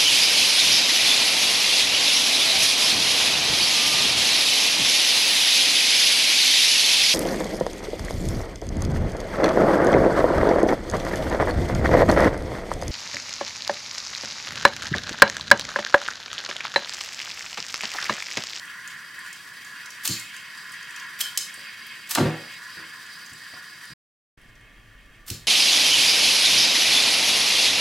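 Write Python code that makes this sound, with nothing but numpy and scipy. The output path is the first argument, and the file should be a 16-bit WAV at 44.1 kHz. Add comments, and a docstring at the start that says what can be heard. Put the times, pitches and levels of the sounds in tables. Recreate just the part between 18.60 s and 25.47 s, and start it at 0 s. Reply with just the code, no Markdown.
"""A metal baking tin on a desk in a small ventilated room, close to a stereo microphone.
Something fizzes and spits in one cup of the tin, ringing the metal and giving off gas. A flint
lighter is struck: the first strike lights a small flame, the second fails, the third sets the gas
off with a whoomp. A few soft bumps come from the desk. After a short silent break the fizz is
weaker, the room hums, and the lighter catches once more."""
import sys
import numpy as np
from scipy import signal
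from scipy.fft import rfft, irfft, next_fast_len
from scipy.io import wavfile

SR = 44100
rng = np.random.default_rng(int(sys.argv[2]) if len(sys.argv) > 2 else 0)


def waveform_to_disk(signal):
    """Save audio, clipped to [-1, 1], as 16-bit WAV at the path in sys.argv[1]."""
    frames = np.transpose(np.atleast_2d(signal))
    scaled = np.clip(frames, -1, 1) * 32767
    samples = np.round(scaled).astype(np.int16)
    wavfile.write(sys.argv[1], SR, samples)


N = 302967
TIME = np.arange(N) / SR

# Ventilation before and after the break. Each row: frequency in Hz, gain in dB.
VENT_SPECTRUM = [(20, -27), (55, -21.5), (100, -3.5), (165, 2), (300, -4), (500, -9.5), (800, -9.5),
                 (1500, -17.5), (16000, -43)]
LATE_VENT_SPECTRUM = [(20, -2.5), (45, 3.5), (75, -17.5), (110, -6.5), (170, -15.5), (280, -15.5),
                      (400, -21), (600, -21.5), (850, -26), (1500, -27.5), (16000, -44.5)]
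# Hums in the room after the break. Each row: pitch in Hz, level in dB.
ROOM_HUMS = [(108, -65), (1166, -69.5), (1785, -64), (1860, -67), (2170, -82), (3190, -85)]
# The bubbling comes in three waves, one list each. Each row: time in seconds, relative level in dB.
BUBBLING_WAVES = [
    [(0.04, -40), (0.714, -39.5), (0.726, -44.5), (1.29, -41), (1.304, -48), (1.38, -41.5)],
    [(1.68, -46), (1.708, -44), (1.738, -42), (2.478, -39), (2.736, -42), (3.42, -43.5)],
    [(3.9, -44.5), (3.956, -45.5), (4.08, -39.5), (4.53, -43.5), (5.246, -44), (5.25, -44)],
]
# Resonances of the cup and whistles of escaping gas. Each row: pitch in Hz, width in Hz, gain in dB.
CUP_LOW_MODES = [(1018.5, 79, -8), (1087, 150, -18.5), (1438, 128, -4), (1553, 65, -7), (1733, 64, 0.5),
                 (1859, 152, -2.5)]
CUP_HIGH_MODES = [(2175, 110, 4), (2534, 98, 1.5), (2795, 68, 1.5), (3215, 190, -1), (3950, 120, -10.5)]
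GAS_WHISTLES = [(3917, 82, -3.5), (4596, 63, -4), (4906, 41, 1), (5180, 100, -13), (8330, 80, -16)]
# Fine spray over the cup. Each row: frequency in Hz, gain in dB.
SPRAY_SPECTRUM = [(700, -30), (1100, -3), (3000, 2), (4300, 4), (5600, 4.5), (6600, -1.5), (7700, 2),
                  (10000, -3), (12500, -6.5), (16000, -7)]
# The largest drops spat from the cup. Each row: time in seconds, level in dB, pitch in Hz.
LARGE_DROPS = [(.276, -36, 6800), (.591, -43, 8500), (.729, -35.5, 6700), (1.259, -37.5, 6000),
               (1.305, -37.5, 5940), (1.597, -32.5, 7650), (1.765, -37.5, 7250), (2.120, -39.5, 8700),
               (2.362, -35.5, 6100), (2.398, -39, 6300), (2.941, -37.5, 8500), (3.267, -42.5, 13040),
               (5.255, -46, 9900), (5.816, -61, 9460), (5.955, -56, 5550)]
# The rasp of the flint and the sharp cracks. Each row: frequency in Hz, gain in dB.
FLINT_SPECTRUM = [(100, -30), (500, -15), (1000, -5), (2000, -2.5), (4000, 1), (7000, 0), (10000, -1.5),
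                  (13500, 0.5), (16000, -5)]
CRACK_SPECTRUM = [(100, -26), (700, -26), (1800, -28), (2800, 5), (3700, -5), (5000, 3), (8000, 2.5),
                  (11000, -2), (16000, -7)]
# Strokes of the lighter's wheel. Each row: peak time in seconds, rasp level in dB, rasp fall in
# seconds, gas level in dB, gas fall in seconds.
WHEEL_STROKES = [(1.4552, -20.5, .009, -34.5, 0.077), (2.609, -22, 0.0078, -51, 0.024),
                 (3.5126, -19, 0.0054, -34, .018), (6.683, -33.5, 0.014, -39.5, 0.038)]
# Sharp cracks: snaps of the lever, and at 3.55 s the crack of the gas catching. Each row: time in seconds,
# level in dB, fall in seconds, ring pitch in Hz, ring level in dB.
SHARP_CRACKS = [(1.4764, -11.5, 0.0011, 4400, -25.5), (2.6119, -16.5, 0.0019, 3150, -20),
                (2.7749, -10.5, 0.0018, 5240, -26.5), (3.55, -16, 0.004, 4130, -23),
                (6.7016, -23.5, 0.0027, 4230, -33.5)]
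# The lighter catches. Each row: time in seconds, puff level in dB, puff corner in Hz, push width
# in seconds, jet level in dB.
FLAME_CATCHES = [(1.501, -26, 355, 0.0013, -28), (6.713, -27.5, 372, 0.0023, -42.5)]
# Resonances of the lighter's hood. Each row: pitch in Hz, width in Hz, gain in dB.
HOOD_MODES = [(4350, 360, 0.5), (7240, 170, 2.5)]
# Bumps at the desk. Each row: time in seconds, level in dB, fall in seconds, corner in Hz.
DESK_BUMPS = [(2.979, -52, 0.016, 500), (4.172, -52.5, 0.043, 450), (4.72, -49.5, 0.016, 130),
              (4.938, -46, 0.007, 900), (5.307, -48.5, 0.025, 120)]
# Pockets of gas going off. Each row: time in seconds, roar level in dB, push level in dB.
GAS_POCKETS = [(3.556, -19.5, -41), (3.576, -21, -27), (3.584, -18.5, -15.5), (3.603, -21.5, -15.5),
               (3.611, -23, -10.5), (3.632, -25.5, -15.5), (3.658, -28.5, -16)]
# Low resonances of room and desk. 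Each row: pitch in Hz, 60 dB decay in seconds, relative gain in dB.
BOOM_MODES = [(111, 0.31, -1.5), (155.5, 0.28, 5.5), (186, 0.21, -4), (224.7, 0.29, -1.5),
              (321.4, 0.26, 3.5), (381, 0.23, 4.5), (488, 0.35, 4.5), (568, 0.23, 4.5), (733, 0.28, 2),
              (834, 0.28, -3), (1160, .4, 4), (1390, 0.31, 1)]
# Decay of the room's tail. Each row: frequency in Hz, 60 dB decay in seconds.
TAIL_DECAY = [(100, .53), (400, 0.48), (1500, 0.56), (3000, .39), (6000, 0.31), (12000, 0.36)]
# Colour of the room's tail. Each row: frequency in Hz, relative gain in dB.
TAIL_SPECTRUM = [(40, -13), (150, -16.5), (350, -12), (700, -7.5), (2000, -5.5), (5000, 0.5), (9000, -5),
                 (16000, -10.5)]
# Width of diffuse sound at the microphone. Each row: frequency in Hz, side minus mid in dB.
STEREO_WIDTH = [(50, -18), (300, -8.5), (700, -9.5), (1500, -15), (3500, -9.5), (7000, -8), (15000, -24)]
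# Reflections off desk and wall. Each row: left delay in seconds, right delay in seconds, gain in dB.
REFLECTIONS = [(.0011, .00085, -22), (.0033, .0034, -10), (.0131, .0134, -15)]

BREAK_START_S, BREAK_END_S = 5.333, 5.776


def from_db(db):
    """Decibels to gain."""
    return 10 ** (np.asarray(db) / 20)


def rms_one(x):
    """Scale to unit power."""
    return x / np.sqrt(np.mean(x ** 2) + 1e-20)


def at_hz(points, hz):
    """Read a table on a log-frequency axis."""
    table_hz, values = np.array(points).T
    return np.interp(np.log(np.maximum(hz, 1)), np.log(table_hz), values)


def colour(x, spectrum):
    """Give a signal a smooth spectrum."""
    size = next_fast_len(x.shape[-1] + 2048)
    gain = from_db(at_hz(spectrum, np.fft.rfftfreq(size, 1 / SR)))
    return irfft(rfft(x, size) * gain, size)[..., :x.shape[-1]]


def cut(x, hz, kind, order):
    """Butterworth filter."""
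    return signal.sosfilt(signal.butter(order, hz, kind, fs=SR, output="sos"), x)


def resonate(x, modes):
    """Parallel resonances (Hz, width in Hz, dB) of alternating sign."""
    out = 0
    for k, (hz, width, db) in enumerate(modes):
        radius = np.exp(-np.pi * width / SR)
        feed = (1 - radius ** 2) / 2 * np.array([1, 0, -1])
        feedback = [1, -2 * radius * np.cos(2 * np.pi * hz / SR), radius ** 2]
        out = out + (-1) ** k * from_db(db) * signal.lfilter(feed, feedback, x + 1e-18)
    return out


def grains(spread_db):
    """Dense tiny impulses of uneven strength."""
    noise = rng.standard_normal(N)
    strength = from_db(spread_db * np.clip(rng.standard_normal(N), -2, 2))
    return rms_one(noise * strength)


def widen(mid, side):
    """Two unrelated signals become the left and right of a diffuse sound."""
    return mid + colour(side, STEREO_WIDTH) * np.array([[1], [-1]])


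def swell(s, rise_s, fall_s):
    """An exponential rise to 1 at time s and an exponential fall."""
    exponent = np.maximum((s - TIME) / rise_s, (TIME - s) / fall_s)
    return np.exp(-np.minimum(exponent, 30))


def gushes(depth_db, hz):
    """A randomly wavering gain, mostly slower than hz."""
    return from_db(depth_db * rms_one(cut(rng.standard_normal(N), hz, "low", order=2)))


def room_tone():
    """Soft ventilation all round the microphone, with more rumble and a few hums after the break."""
    early = rms_one(colour(widen(*rng.standard_normal((2, N))), VENT_SPECTRUM))
    late = rms_one(colour(widen(*rng.standard_normal((2, N))), LATE_VENT_SPECTRUM))
    hums = sum(from_db(db) * rms_one(resonate(rng.standard_normal(N), [(hz, 9, 0)]))
               for hz, db in ROOM_HUMS)
    return np.where(TIME < BREAK_END_S, from_db(-60) * early, from_db(-53) * late + hums)


def reaction():
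    """Levels in dB of bubbling, froth, spray and whistles; the break leaves a weak fizz, no whistles."""
    crest_s, whistles_full_s = 2.37, 2.34
    bubbling = np.interp(TIME, *np.concatenate(BUBBLING_WAVES).T) - 0.8
    froth = -45 - 0.97 * (TIME - crest_s) ** 2
    whistles = -50.5 - 5 * np.maximum(whistles_full_s - TIME, 0)
    early = TIME < (BREAK_START_S + BREAK_END_S) / 2
    return (np.where(early, bubbling, -59), np.where(early, froth, -60),
            np.where(early, -49, -68), np.where(early, whistles, -np.inf))


def sheet_ring(x, t60, ring_db):
    """The thin metal adds a dense cloud of short-lived modes to whatever excites it."""
    t = TIME[:SR // 8]
    cloud = rng.standard_normal(len(t)) * from_db(-60 * t / t60)
    response = from_db(ring_db) * cloud / np.sqrt(np.sum(cloud ** 2))
    response[0] += 1
    return rms_one(signal.fftconvolve(x, response[None], axes=1)[:, :N])


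def fizz(bubbling_db, froth_db, spray_db, whistle_db):
    """Countless bubbles burst in the cup and ring it; fine spray and thin gas whistles lie on top."""
    bursts = widen(grains(5.26), grains(5.0))
    droplets = widen(grains(9.1), grains(5.5))
    # the shifting foam favours now one set of resonances, now the other
    rings = sum(resonate(bursts, CUP_LOW_MODES[k::2]) * gushes(depth_db=2, hz=9.5) for k in range(2))
    bubbling = cut(rings, [930, 2300], "band", order=4)
    froth = cut(resonate(droplets, CUP_HIGH_MODES), [1700, 4600], "band", order=2)
    froth *= gushes(depth_db=2.17, hz=6)
    whistle = cut(resonate(droplets, GAS_WHISTLES), 3500, "high", order=2)
    whistle *= gushes(depth_db=2.95, hz=5)
    spray = colour(bursts, SPRAY_SPECTRUM) * gushes(depth_db=1.5, hz=25)
    return (from_db(bubbling_db) * sheet_ring(bubbling, t60=0.17, ring_db=-6)
            + from_db(froth_db) * sheet_ring(froth, t60=0.13, ring_db=1)
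            + from_db(spray_db) * sheet_ring(spray, t60=0.068, ring_db=1)
            + from_db(whistle_db) * sheet_ring(whistle, t60=0.081, ring_db=5))


def small_drops(spray_db, count=40, per_second=3.4, low_hz=5690, high_hz=9030):
    """Drops thrown up at random with the spray, as rows of time in seconds, level in dB, pitch in Hz."""
    wait, smallness, pitch = rng.random((count, 3)).T
    s = np.cumsum(-np.log(1 - wait)) / per_second
    db = np.interp(s, TIME, spray_db) + 8 - 7 * smallness
    hz = low_hz * (high_hz / low_hz) ** pitch
    return np.c_[s, db, hz][s < TIME[-1]]


def spits(spray_db):
    """Each drop spat from the cup gives a short sizzle with a chirp at a pitch of its own."""
    sizzle, out = grains(2.0), 0
    for s, db, hz in [*LARGE_DROPS, *small_drops(spray_db)]:
        chirp = resonate(sizzle, [(hz, 0.18 * hz, 0)])
        splash = resonate(sizzle, [(hz, 0.43 * hz, -6.5)])
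        out += from_db(db) * rms_one(chirp + splash) * swell(s, rise_s=.00072, fall_s=.005)
    return out


def flint_strikes(tooth_hz=700):
    """The thumb drags the toothed wheel, spins it over the flint and lands on the gas valve."""
    tooth_rate = tooth_hz * (1 + 3 * rng.standard_normal(N))
    teeth = 1 + 0.5 * np.sin(2 * np.pi * np.cumsum(tooth_rate) / SR)
    rasp = rms_one(colour(grains(10.0) * teeth, FLINT_SPECTRUM))
    hiss = rms_one(colour(grains(4.1), FLINT_SPECTRUM))
    out = 0
    for s, db, fall, gas_db, gas_fall in WHEEL_STROKES:
        drag = from_db(db - 15) * hiss * swell(s - .018, rise_s=.0024, fall_s=.02)
        spin = from_db(db) * rasp * swell(s, rise_s=.0044, fall_s=fall)
        gas = from_db(gas_db) * hiss * swell(s + .023, rise_s=.008, fall_s=gas_fall)
        out += drag + spin + gas
    return out


def sharp_cracks():
    """Sharp cracks of the lever, and the crack of the gas catching at the third strike, each bounce and ring
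    the hood as a close, beating pair of modes."""
    crack, out = rms_one(colour(grains(0.94), CRACK_SPECTRUM)), 0
    for s, db, fall, hz, ring_db in SHARP_CRACKS:
        hit = swell(s, rise_s=.00014, fall_s=fall)
        bounce = from_db(-15.5) * swell(s + .0029, rise_s=.0002, fall_s=.0056)
        out += from_db(db) * crack * (hit + bounce)
        phase = 2 * np.pi * hz * (TIME - s)
        ring = np.sin(.985 * phase) + .7 * np.sin(1.025 * phase)
        out += from_db(ring_db) * ring * swell(s, rise_s=.0003, fall_s=.0081)
    return out


def push(s, width_s):
    """A pocket of gas expands and stops: one pressure swing, up then down."""
    u = np.clip((TIME - s) / width_s, -10, 10)
    return -u * np.exp((1 - u * u) / 2)


def lighter_flame(eddies):
    """The small flame catches with a low puff and a pressure push, then flutters once."""
    out = 0
    for s, db, hz, width_s, _ in FLAME_CATCHES:
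        rumble = rms_one(cut(eddies, hz, "low", order=5))
        puff = from_db(-9.5) * rumble * swell(s, rise_s=.0091, fall_s=.022)
        flutter = from_db(-2) * push(s + .0102, width_s)
        out += from_db(db) * (puff + push(s, width_s) + flutter)
    return out


def gas_jet():
    """The jet sings briefly in the lighter's hood as it lights."""
    tone = rms_one(resonate(grains(0.94), HOOD_MODES))
    return tone * sum(from_db(db) * swell(s + .017, rise_s=.018, fall_s=.03)
                      for s, *_, db in FLAME_CATCHES)


def desk_bumps():
    """Soft contacts with the desk give dull thuds."""
    noise, out = cut(grains(1.0), 107, "high", order=2), 0
    for s, db, fall, hz in DESK_BUMPS:
        thud = rms_one(cut(noise, hz, "low", order=2))
        out += from_db(db) * thud * swell(s, rise_s=.0036, fall_s=fall)
    return out


def roar(eddies, hz):
    """Turbulent burning, strongest in the two octaves below hz."""
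    band = cut(eddies, [hz / 4, hz], "band", order=1)
    return rms_one(cut(band, 3600, "low", order=2))


def whoomp(eddies, start_hz=3150, end_hz=551, sink_s=.016):
    """Pockets of gas go off in turn; as the fireball grows its roar sinks and its pushes lengthen."""
    first_s, last_s = GAS_POCKETS[0][0], GAS_POCKETS[-1][0]
    out = 0
    for s, roar_db, push_db in GAS_POCKETS:
        age = s - first_s
        hz = end_hz + (start_hz - end_hz) * np.exp(-age / sink_s)
        out += from_db(roar_db) * roar(eddies, hz) * swell(s, rise_s=.0017, fall_s=.0053)
        out += from_db(push_db) * push(s, width_s=.00027 + .01 * age)
    burn_out = from_db(-29) * roar(eddies, hz=560) * swell(last_s, rise_s=.0068, fall_s=.049)
    return out + burn_out


def room(x):
    """The microphone hears direct sound, near reflections, low boom and a tail dying band by band."""
    t = TIME[:SR // 2]
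    spectrum = rfft(widen(*rng.standard_normal((2, len(t)))))
    bins_hz = np.fft.rfftfreq(len(t), 1 / SR)
    edges_hz = np.r_[0, np.geomspace(125, 16000, 8)]
    tail = 0
    for low, high in zip(edges_hz, edges_hz[1:]):
        band = irfft(spectrum * ((bins_hz >= low) & (bins_hz < high)), len(t))
        tail += band * from_db(-60 * t / at_hz(TAIL_DECAY, (low + high) / 2))
    # things on the desk scatter at once; the walls answer about 30 ms later
    tail *= 1 - np.exp(-t / .003) + .7 * np.clip((t - .02) / .015, 0, 1)
    response = from_db(-2.5) * colour(tail / np.sqrt(np.sum(tail ** 2) / 2), TAIL_SPECTRUM)
    response[:, 0] += from_db([-.3, .3])  # direct sound, a touch right of centre
    for left_s, right_s, db in REFLECTIONS:
        response[[0, 1], [int(left_s * SR), int(right_s * SR)]] += from_db(db)
    boom = resonate(x, [(hz, np.log(1000) / np.pi / t60, db) for hz, t60, db in BOOM_MODES])
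    return signal.fftconvolve(x[None], response)[:, :N] + from_db(6) * boom


def scene():
    """The tin, the lighter and the desk from close by, with the room behind them."""
    bubbling_db, froth_db, spray_db, whistle_db = reaction()
    cup = fizz(bubbling_db, froth_db, spray_db, whistle_db) * from_db([[-.35], [.35]])
    lighter = flint_strikes() + gas_jet() + sharp_cracks()
    eddies = cut(grains(3.6), 99, "high", order=2)
    flames = cut(lighter_flame(eddies) + whoomp(eddies), 95, "high", order=3)
    return room(lighter + flames + spits(spray_db) + desk_bumps()) + cup + room_tone()


def record(dry, fade_s=.004, cutoff_hz=15900):
    """The stereo microphone: silent during the break, with rounded peaks and the top treble cut."""
    left, right = dry
    right = signal.lfilter([.7, 1], [1, .7], right)  # this port lags by a fraction of a sample
    outside_break_s = np.maximum(BREAK_START_S - TIME, TIME - BREAK_END_S)
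    gate = np.clip(outside_break_s / fade_s + 1, 0, 1)
    rounded = 0.56 * np.tanh(np.array([left, right]) * gate / 0.53)
    return signal.sosfilt(signal.ellip(10, .2, 80, cutoff_hz, fs=SR, output="sos"), rounded)


dry = scene()
out = record(dry)
waveform_to_disk(out)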